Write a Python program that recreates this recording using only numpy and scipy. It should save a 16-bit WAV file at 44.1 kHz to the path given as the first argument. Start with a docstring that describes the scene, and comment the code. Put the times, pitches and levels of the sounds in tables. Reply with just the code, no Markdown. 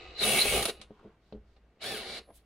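"""A cordless drill bores a small hole through the steel floor of a van, heard from close by inside the cab.
It creeps, speeds up and cuts with a squeal, catches as it breaks through and stops. Hands shift and bump it,
then a second, lighter burst clears the hole with a rising and falling gear whine. Gears and whine follow one
shaft speed; cutting is a shower of tiny fractures, squeals are unsteady tones, and catches and bumps are
fading rings. Shaped noise makes the rubbing, the boom and the air; a short echo adds the cab."""
import sys
import numpy as np
from scipy import signal
from scipy.fft import rfft, irfft, next_fast_len
from scipy.io import wavfile
from scipy.ndimage import map_coordinates

SR = 44100
rng = np.random.default_rng(int(sys.argv[2]) if len(sys.argv) > 2 else 0)


def to_wav(sig):
    """Store sig (one row per channel, or 1-D mono) as 16-bit WAV at the path in sys.argv[1].

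    Samples outside -1..1 are clipped; the rate is SR.
    """
    pcm = np.clip(np.atleast_2d(sig), -1, 1) * 32767
    pcm = np.round(pcm).astype(np.int16)
    wavfile.write(sys.argv[1], SR, pcm.T)  # frames by channels


N = 108045  # length in samples

# boom of the van's body over time: t/s, level/dB
BOOM_LEVEL = [(0, -54), (.2, -55.5), (.32, -51), (.43, -57), (.48, -40), (.6, -44), (.68, -61), (.9, -61),
              (1.31, -71), (1.34, -47.5), (1.45, -59.5), (1.78, -75), (1.92, -59.5), (2.45, -65)]
# spectrum of the boom: f/Hz, level/dB
BOOM_SPECTRUM = [(25, -13), (45, -8), (58, 3), (76, -16), (130, -21), (400, -51), (1500, -100)]
# spectrum of the steady air noise: f/Hz, level/dB
AIR_SPECTRUM = [(47, -52), (80, -20), (130, -4), (224, -11), (655, -14), (833, -19.5), (1910, -23),
                (2840, -28.5), (15000, -55)]
AIR_DB = -70.5
# how much of the scattered sound goes to the sides: f/Hz, level/dB
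SIDE_SPECTRUM = [(250, -32), (450, -29.5), (700, -17.5), (1250, -6), (2400, -7.5), (4400, -0.5),
                 (9000, -4.5), (14000, 1)]
CAB_T60_S, CAB_DB = 0.2, -10  # time for the echo to fall 60 dB, and its level
TOP_HZ = 15900  # nothing is left above this

# sleeve and hand rub: start t/s, length t/s, centre f/Hz, level/dB
RUBS = [(0.79, 0.44, 990, -70), (.991, 0.012, 860, -57.5), (0.99, 0.13, 320, -56.5),
        (0.827, 0.34, 2740, -77), (1.186, 0.21, 3700, -80), (1.43, 0.18, 3900, -83),
        (2.268, 0.058, 485, -56), (2.302, 0.01, 650, -51.5), (2.335, 0.056, 9700, -63.5),
        (2.316, 0.11, 3400, -71.5)]
RUB_Q = 1.4  # centre frequency divided by bandwidth
# hands bump the drill against the floor: t/s, level/dB, attack t/s, brightness/(dB per octave)
BUMPS = [(.789, -49, .004, -5), (.897, -52, .003, 0), (.907, -42, .0006, 0), (1.034, -51, .007, -1),
         (1.05, -42.5, .002, -2), (1.075, -54, .005, -3), (1.325, -38, .0008, 0), (1.339, -39, .002, -1),
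         (1.349, -40.5, .002, 0), (1.372, -53, .003, -6), (1.773, -61, .0005, 3), (2.062, -45, .003, 3),
         (2.305, -56, .0005, 3)]
# low floor modes that a bump rings: f/Hz, level/dB, 60 dB decay t/s
FLOOR_MODES = [(57.55, -27, 0.14), (135, -13, 0.11), (214, -2.5, 0.08), (295, -5, 0.08), (418, 1.5, 0.062),
               (515, -2.5, 0.055), (590, -12, 0.06), (720, -19, 0.05)]
TILT_PIVOT_HZ, MODE_SCATTER, BUMP_GRIT_DB = 400, .012, -22  # scatter is a share of the frequency

# faint, high, airy ring, perhaps of the chuck: start t/s, length t/s, centre f/Hz, width f/Hz, level/dB
HIGH_RINGS = [(2.2, 0.22, 10300, 1100, -75), (1.81, .4, 10250, 700, -65)]

# the bit catches or clicks on the steel: t/s, thud level/dB, crack level/dB, 60 dB decay t/s
CATCHES = [(.3875, -23.5, -34, 0.036), (0.455, -32, -57, 0.088), (0.626, -29, -27.5, 0.069),
           (0.654, -28.5, -24, 0.055), (0.683, -33, -38, 0.091), (0.814, -55, -44, 0.077),
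           (1.324, -55.5, -53.5, 0.046), (1.564, -61.5, -65, 0.086)]
# spectrum of a crack: f/Hz, level/dB
CRACK_SPECTRUM = [(500, -2), (1500, -2), (2700, 0.5), (3900, 4), (5200, -5.5), (8000, -8.5), (10200, 2.5),
                  (12000, -13.5), (15500, -22)]
SOFT_DB, SOFT_HZ = -53, 5100  # cracks this weak or weaker are cut at SOFT_HZ; stronger ones reach higher
SNAP_DB, SNAP_T60_S = -1.5, .006  # the first instant of a crack
# a catch is too brief to move the whole panel: f/Hz, level/dB
THUD_LOW_CUT = [(100, -15), (220, -1.5), (350, -0.5)]

# squeal of the cutting edge: t/s, f/Hz, level/dB
SQUEAL = [(.262, 8700, -48), (.278, 9540, -34), (.292, 9690, -30), (.33, 9490, -36), (.355, 9480, -37),
          (.378, 9470, -28), (.396, 9440, -38), (.42, 9465, -33), (.435, 9450, -39), (.47, 9465, -35),
          (.5, 9430, -35.5), (.532, 8890, -38), (.572, 8750, -47)]
SQUEAL_JITTER = 0.003  # share of the frequency
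# the bit chatters: start t/s, length t/s, f/Hz, level/dB
CHATTERS = [(0.145, 0.061, 4060, -48.5), (0.184, 0.064, 4036, -34), (0.22, 0.031, 3793, -30.5),
            (0.384, 0.021, 3950, -27), (0.396, 0.044, 4067, -27)]
CHATTER_JITTER, CHATTER_RASP, CHATTER_WIDTH_HZ = .02, .65, 650  # share of frequency, noise gain, width

# how hard the bit cuts: t/s, level/dB
CUT_LEVEL = [(.185, -68), (.22, -39), (.25, -28.5), (.29, -28.5), (.38, -27.5), (.44, -31.5), (.51, -29.5),
             (.58, -30.5), (.62, -37), (.68, -41), (.7, -44), (.74, -100), (1.8, -110), (1.84, -47.5),
             (1.92, -43.5), (1.99, -48.5), (2.06, -69.5)]
# shaking of the floor panel: t/s, level/dB
SHAKE_LEVEL = [(.19, -81), (.22, -36.5), (.3, -34.5), (.39, -34.5), (.42, -49), (.45, -42), (.462, -30),
               (.485, -44), (.51, -44.5), (.525, -30.5), (.6, -31.5), (.625, -38), (.645, -67), (.72, -68),
               (.8, -81), (1.8, -88), (1.85, -48.5), (1.93, -39), (1.97, -49), (2.18, -51.5), (2.22, -56)]
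# hiss of the breaking chips: f/Hz, level/dB
SWARF_SPECTRUM = [(530, -47), (900, -9.5), (1260, -9.5), (1400, -14.5), (1710, -14), (2570, -13),
                  (3540, -5), (3940, -12), (4550, -11.5), (8340, -11), (9630, -17), (11200, -11),
                  (15500, -16)]
# resonances of the floor panel: f/Hz, width f/Hz, level/dB
PANEL_MODES = [(127, 18, -7.5), (230.3, 45, -7), (364.4, 9.2, -1), (413, 29, 1), (532, 35, -2),
               (627, 73, -7.5), (722, 97, -6.5), (792, 24, -2.5), (1230, 59, -12)]
# resonances of the bit: f/Hz, width f/Hz, level/dB
BIT_MODES = [(2250, 350, -2), (2512, 110, -2), (2639, 68, -0.5), (2820, 130, -5), (2936, 110, -4.5),
             (3250, 600, -4), (9900, 1300, 2.5)]
BIT_DB, BIT_SHIFT_DB, SWARF_DB = -3.5, 3, -6.5
CHIPS_PER_S, CHIP_SPREAD_DB = 5000, -0.5
LIP_TURNS, LIP_DEPTH = 5.6, .2  # one lip passes every LIP_TURNS turns of the motor shaft

# motor speed: t/s, shaft f/Hz
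SPEED = [(0, 46), (.17, 47), (.22, 290), (.255, 405), (.29, 421), (.35, 415), (.5, 408), (.62, 370),
         (.69, 250), (.73, 20), (1.79, 20), (1.84, 186), (1.86, 217), (1.888, 226), (1.922, 221),
         (1.946, 206), (1.962, 187), (2.004, 140), (2.05, 107), (2.13, 140), (2.19, 120), (2.23, 18)]
# gearbox loudness, one list for each burst: t/s, level/dB
GEAR_RUNS = [
    [(0, -46.5), (.155, -49.5), (.185, -44.5), (.225, -31.5), (.26, -33), (.6, -34.5), (.67, -47),
     (.698, -32.5), (.72, -59.5), (.78, -55.5), (.85, -56.5)],
    [(1.77, -96.5), (1.8, -60.5), (1.818, -44), (1.84, -38.5), (1.93, -41.5), (2.04, -44.5), (2.1, -42.5),
     (2.185, -41.5), (2.212, -59), (2.25, -80.5)],
]
# spectrum of the gearbox: f/Hz, level/dB
GEARBOX_SPECTRUM = [(59, -40), (100, -12.5), (293, -12.5), (467, -2.5), (727, -6.5), (917, -15.5),
                    (1430, -12), (1730, -8.5), (1880, -11), (2220, -4.5), (2580, -12.5), (2750, -8.5),
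                    (3250, -10.5), (3930, -4), (4370, -10.5), (5750, -21), (8770, -20), (10200, -18),
                    (15500, -49.5)]
# resonances of the housing: f/Hz, width f/Hz, level/dB
HOUSING_MODES = [(363, 30, -1.5), (509, 4.3, 7.5), (757, 17, -3.5), (1240, 27, -3), (1990, 60, -11),
                 (2574, 120, -3), (2940, 58, -5.5), (3900, 190, -5)]
# muffled tone of the creeping gears: f/Hz, level/dB
CRAWL_TONE = [(300, 2), (2700, 1), (4400, 1.5), (5500, -3), (7500, -4.5), (9000, -18.5), (14000, -40)]
# gear whine, loudest as the first burst gets up to speed, softer in the second: t/s, level/dB
WHINE_LEVEL = [(.22, -54), (.28, -36), (.4, -40), (.6, -54), (.72, -72), (1.8, -82), (1.845, -43.5),
               (1.92, -42), (1.97, -43.5), (2.04, -53), (2.22, -74)]
# gear tones: multiple of the shaft speed, level/dB
GEAR_TONES = [(2, -11), (8, -8), (11, -17), (15.5, -13), (16, -8), (20, -5), (22, -14), (24, -10),
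              (26, -13), (31, -11)]
# how well the housing radiates a gear tone: f/Hz, level/dB
WHINE_TONE = [(200, -1), (1750, 1), (2300, -7), (2900, 2), (3550, 1), (3950, -6), (4450, 1), (5400, -5)]
TEETH, MESH_DEPTH, GEAR_ROUGH = 8, .5, .3  # the depths are shares of the noise strength
WEAR_SHARE, WEAR_TURNS = .5, 2  # power share of the repeating rattle, shaft turns before it repeats
WHINE_JITTER, WHINE_TOP_HZ = .002, 5860  # share of the shaft speed, upper edge of the whine
HOUSING_DB, CRAWL_DB, CRAWL_HZ = -25, -4.5, 93  # below this shaft speed the gears lose their treble
CHUCK_HZ, CHUCK_WIDTH_HZ, CHUCK_DB = 4150, 1100, -5.5
CHUCK_GRIP_HZ = 180  # above this shaft speed the chuck falls quiet


def amp(db):
    """Decibels to gain."""
    return 10 ** (np.asarray(db) / 20)


def unit(x):
    """Scale to rms 1."""
    return x / np.sqrt(np.mean(x ** 2) + 1e-20)


def clock():
    """Seconds at each sample."""
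    return np.arange(N) / SR


def curve(rows, column=1):
    """Join the points of a table with straight lines, one value per sample."""
    rows = np.array(rows)
    return np.interp(clock(), rows[:, 0], rows[:, column])


def level(rows):
    """Gain from the last column; silent outside the rows."""
    inside = (clock() >= rows[0][0]) * (clock() <= rows[-1][0])
    return amp(curve(rows, -1)) * inside


def wobble(rate):
    """A smooth random curve with rate knots a second."""
    knots = rng.standard_normal(int(N * rate / SR) + 4)
    return map_coordinates(knots, [clock() * rate])


def filtered(x, response):
    """Multiply the spectrum of x by a response of frequency."""
    size = next_fast_len(N + SR // 2)
    spectrum = rfft(x, size) * response(np.fft.rfftfreq(size, 1 / SR))
    return irfft(spectrum, size)[..., :N]


def colour(x, points):
    """Shape x by a table of f/Hz, level/dB, joined on a log frequency scale."""
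    f, db = np.transpose(points)
    return filtered(x, lambda hz: amp(np.interp(np.log(hz + 1), np.log(f + 1), db)))


def ring(x, modes):
    """Send x through a set of resonances with alternating signs, at rms 1."""
    def response(f):
        total = 0
        for k, (centre, width, db) in enumerate(modes):
            damping = 1j * f * width
            total = total + (-1) ** k * amp(db) * damping / (centre * centre - f * f + damping)
        return total
    return unit(filtered(x, response))


def dull(x, edge_hz):
    """Steep low-pass."""
    return filtered(x, lambda f: 1 / (1 + (f / edge_hz) ** 8))


def noise():
    """White noise."""
    return rng.standard_normal(N)


def band(hz, width):
    """Narrow noise of rms 1, from the same resonance used twice."""
    once = ring(noise(), [(hz, width, 0)])
    return ring(once, [(hz, width, 0)])


def phase(hz):
    """Running phase of a frequency curve, in radians."""
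    return 2 * np.pi * np.cumsum(hz) / SR


def strike(start, attack, t60):
    """Envelope of a blow: a quick rise, then a fade of 60 dB in t60 seconds."""
    t = np.clip(clock() - start, 0, 1)
    return (1 - np.exp(-t / attack)) * np.exp(-np.log(1000) * t / t60)


def swell(start, length):
    """Envelope of a stroke: half a sine wave."""
    return np.sin(np.pi * np.clip((clock() - start) / length, 0, 1))


def background():
    """Low noise booms in the van's body over a steady, soft noise of air."""
    boom = level(BOOM_LEVEL) * unit(colour(noise(), BOOM_SPECTRUM))
    air = amp(AIR_DB) * unit(colour(noise(), AIR_SPECTRUM))
    return boom + air


def cab(x, t60):
    """A short diffuse echo of the cab: x smeared by fading noise."""
    t = np.arange(SR // 3) / SR
    tail = rng.standard_normal(len(t)) * np.exp(-np.log(1000) * t / t60) * (t > .001)
    return signal.fftconvolve(x, tail / np.linalg.norm(tail))[:N]


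def rubbing():
    """Cloth and skin rub softly, each stroke a swell of noise around one pitch."""
    return sum(amp(db) * swell(start, length) * band(hz, hz / RUB_Q) for start, length, hz, db in RUBS)


def bumps():
    """Bumps ring the floor's low modes; a brightness tilt favours the low or the high ones."""
    out = np.zeros(N)
    grit = band(470, 423)
    for start, db, attack, tilt_db in BUMPS:
        bump = amp(BUMP_GRIT_DB) * strike(start, attack, 0.12) * grit
        for hz, mode_db, t60 in FLOOR_MODES:
            gain = amp(mode_db + tilt_db * np.log2(hz / TILT_PIVOT_HZ) + rng.normal())
            pitch = hz * (1 + MODE_SCATTER * rng.normal())
            tone = np.sin(2 * np.pi * pitch * (clock() - start))
            bump += gain * strike(start, attack, t60) * tone
        out += amp(db) * bump
    return out


def high_ring():
    """A faint, high, airy ring, perhaps of the chuck: narrow noise that swells and fades."""
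    return sum(amp(db) * swell(start, length) * band(hz, width) for start, length, hz, width, db in HIGH_RINGS)


def catches():
    """Each catch is a sharp snap, a ringing crack and a thud of the panel."""
    out = np.zeros(N)
    for start, thud_db, crack_db, t60 in CATCHES:
        # the treble edge rises an octave for every 10 dB above SOFT_DB
        edge_hz = SOFT_HZ * 2 ** (max(crack_db - SOFT_DB, 0) / 10)
        crack = dull(unit(colour(noise(), CRACK_SPECTRUM)), edge_hz)
        thud = colour(ring(noise(), PANEL_MODES), THUD_LOW_CUT)
        snap = amp(SNAP_DB) * strike(start, 0.00013, SNAP_T60_S)
        envelope = strike(start, 0.00083, t60) + snap
        out += envelope * (amp(crack_db) * crack + amp(thud_db) * thud)
    return out


def squeal():
    """The cutting edge sticks and slips: a high tone with a slightly unsteady pitch."""
    pitch = curve(SQUEAL) * (1 + SQUEAL_JITTER * wobble(570))
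    return level(SQUEAL) * np.sin(phase(pitch))


def chatter():
    """Stick and slip also gives short spells of a lower, wavering tone with raspy noise."""
    out = np.zeros(N)
    for start, length, hz, db in CHATTERS:
        pitch = hz * (1 + CHATTER_JITTER * wobble(350))
        tone = amp(2.9 * wobble(200.4)) * np.sin(phase(pitch))
        rasp = CHATTER_RASP * band(hz, CHATTER_WIDTH_HZ)
        out += amp(db) * swell(start, length) * (tone + rasp)
    return out


def chips():
    """Random tiny fractures of uneven size."""
    breaks = rng.random(N) < CHIPS_PER_S / SR
    return breaks * noise() * amp(CHIP_SPREAD_DB * noise())


def cutting():
    """Two lips break chips in turn: a hiss, shifting rings of the bit and a shaking floor panel."""
    lips = 1 + LIP_DEPTH * np.cos(phase(curve(SPEED) / LIP_TURNS) + wobble(40))
    bit = unit(sum(amp(db + BIT_SHIFT_DB * wobble(25)) * band(hz, width) for hz, width, db in BIT_MODES))
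    hiss = unit(colour(chips(), SWARF_SPECTRUM))
    edge = amp(SWARF_DB) * hiss + amp(BIT_DB) * bit
    panel = ring(chips(), PANEL_MODES)
    return lips * (level(CUT_LEVEL) * edge + level(SHAKE_LEVEL) * panel)


def wear(turn, speed):
    """Uneven teeth repeat one rattle every few turns: a dense family of tones that glide with the shaft."""
    pattern = unit(irfft(np.exp(2j * np.pi * rng.random(size=101))))
    per_turn = len(pattern) / WEAR_TURNS
    place = turn / (2 * np.pi) * per_turn
    # louder as the pattern runs faster
    return map_coordinates(pattern, [place], mode="grid-wrap") * np.sqrt(speed * per_turn / SR)


def gear_rattle(turn, speed):
    """Meshing teeth shake the housing; at a creep the treble goes, at middle speeds the chuck rattles loosely."""
    mesh = (1 + MESH_DEPTH * np.cos(TEETH * turn)) * (1 + GEAR_ROUGH * np.cos(2 * turn))
    rattle = np.sqrt(WEAR_SHARE) * wear(turn, speed) + np.sqrt(1 - WEAR_SHARE) * noise() * mesh
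    grind = unit(colour(rattle, GEARBOX_SPECTRUM))
    housing = ring(rattle, HOUSING_MODES)
    crawl = colour(housing + 0.54 * grind, CRAWL_TONE)
    chuck_grip = 1 + (speed / CHUCK_GRIP_HZ) ** 10
    chuck = amp(CHUCK_DB) * band(CHUCK_HZ, CHUCK_WIDTH_HZ) / chuck_grip
    fast = 1 / (1 + (CRAWL_HZ / speed) ** 8)  # near 0 at a creep, near 1 at full speed
    running = 0.74 * grind + amp(HOUSING_DB) * housing + chuck
    sound = fast * running + (1 - fast) * amp(CRAWL_DB) * crawl
    return sum(level(run) for run in GEAR_RUNS) * sound


def gear_whine(turn, speed):
    """The gears sing at multiples of the shaft speed, so the tones rise and fall with it."""
    whine = np.zeros(N)
    for multiple, db in GEAR_TONES:
        hz = multiple * speed
        radiated_db = np.interp(hz, *np.transpose(WHINE_TONE))
        gain = amp(db + 3 * wobble(55) + radiated_db) / (1 + (hz / WHINE_TOP_HZ) ** 10)
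        whine += gain * np.sin(multiple * turn + 2 * np.pi * rng.random())
    return np.sqrt(2) * level(WHINE_LEVEL) * whine


def gears():
    """One slightly unsteady shaft turns both the rattle and the whine."""
    speed = curve(SPEED)
    turn = phase(speed * (1 + WHINE_JITTER * wobble(200)))
    return gear_rattle(turn, speed) + gear_whine(turn, speed)


def sources():
    """Everything that sounds in the cab, before its echo."""
    drill = gears() + cutting() + squeal() + chatter() + catches()
    return background() + rubbing() + bumps() + high_ring() + drill


def scene():
    """The drill in the middle; scattered sound with its own random grain widens mainly the treble."""
    direct = sources()
    mid = direct + amp(CAB_DB) * cab(direct, CAB_T60_S)
    side = colour(sources(), SIDE_SPECTRUM)
    return np.array([mid + side, mid - side])


def record(dry):
    """Fade the treble out over the last 200 Hz below TOP_HZ."""
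    return filtered(dry, lambda hz: np.clip((TOP_HZ - hz) / 200, 0, 1))


dry = scene()
out = record(dry)
to_wav(out)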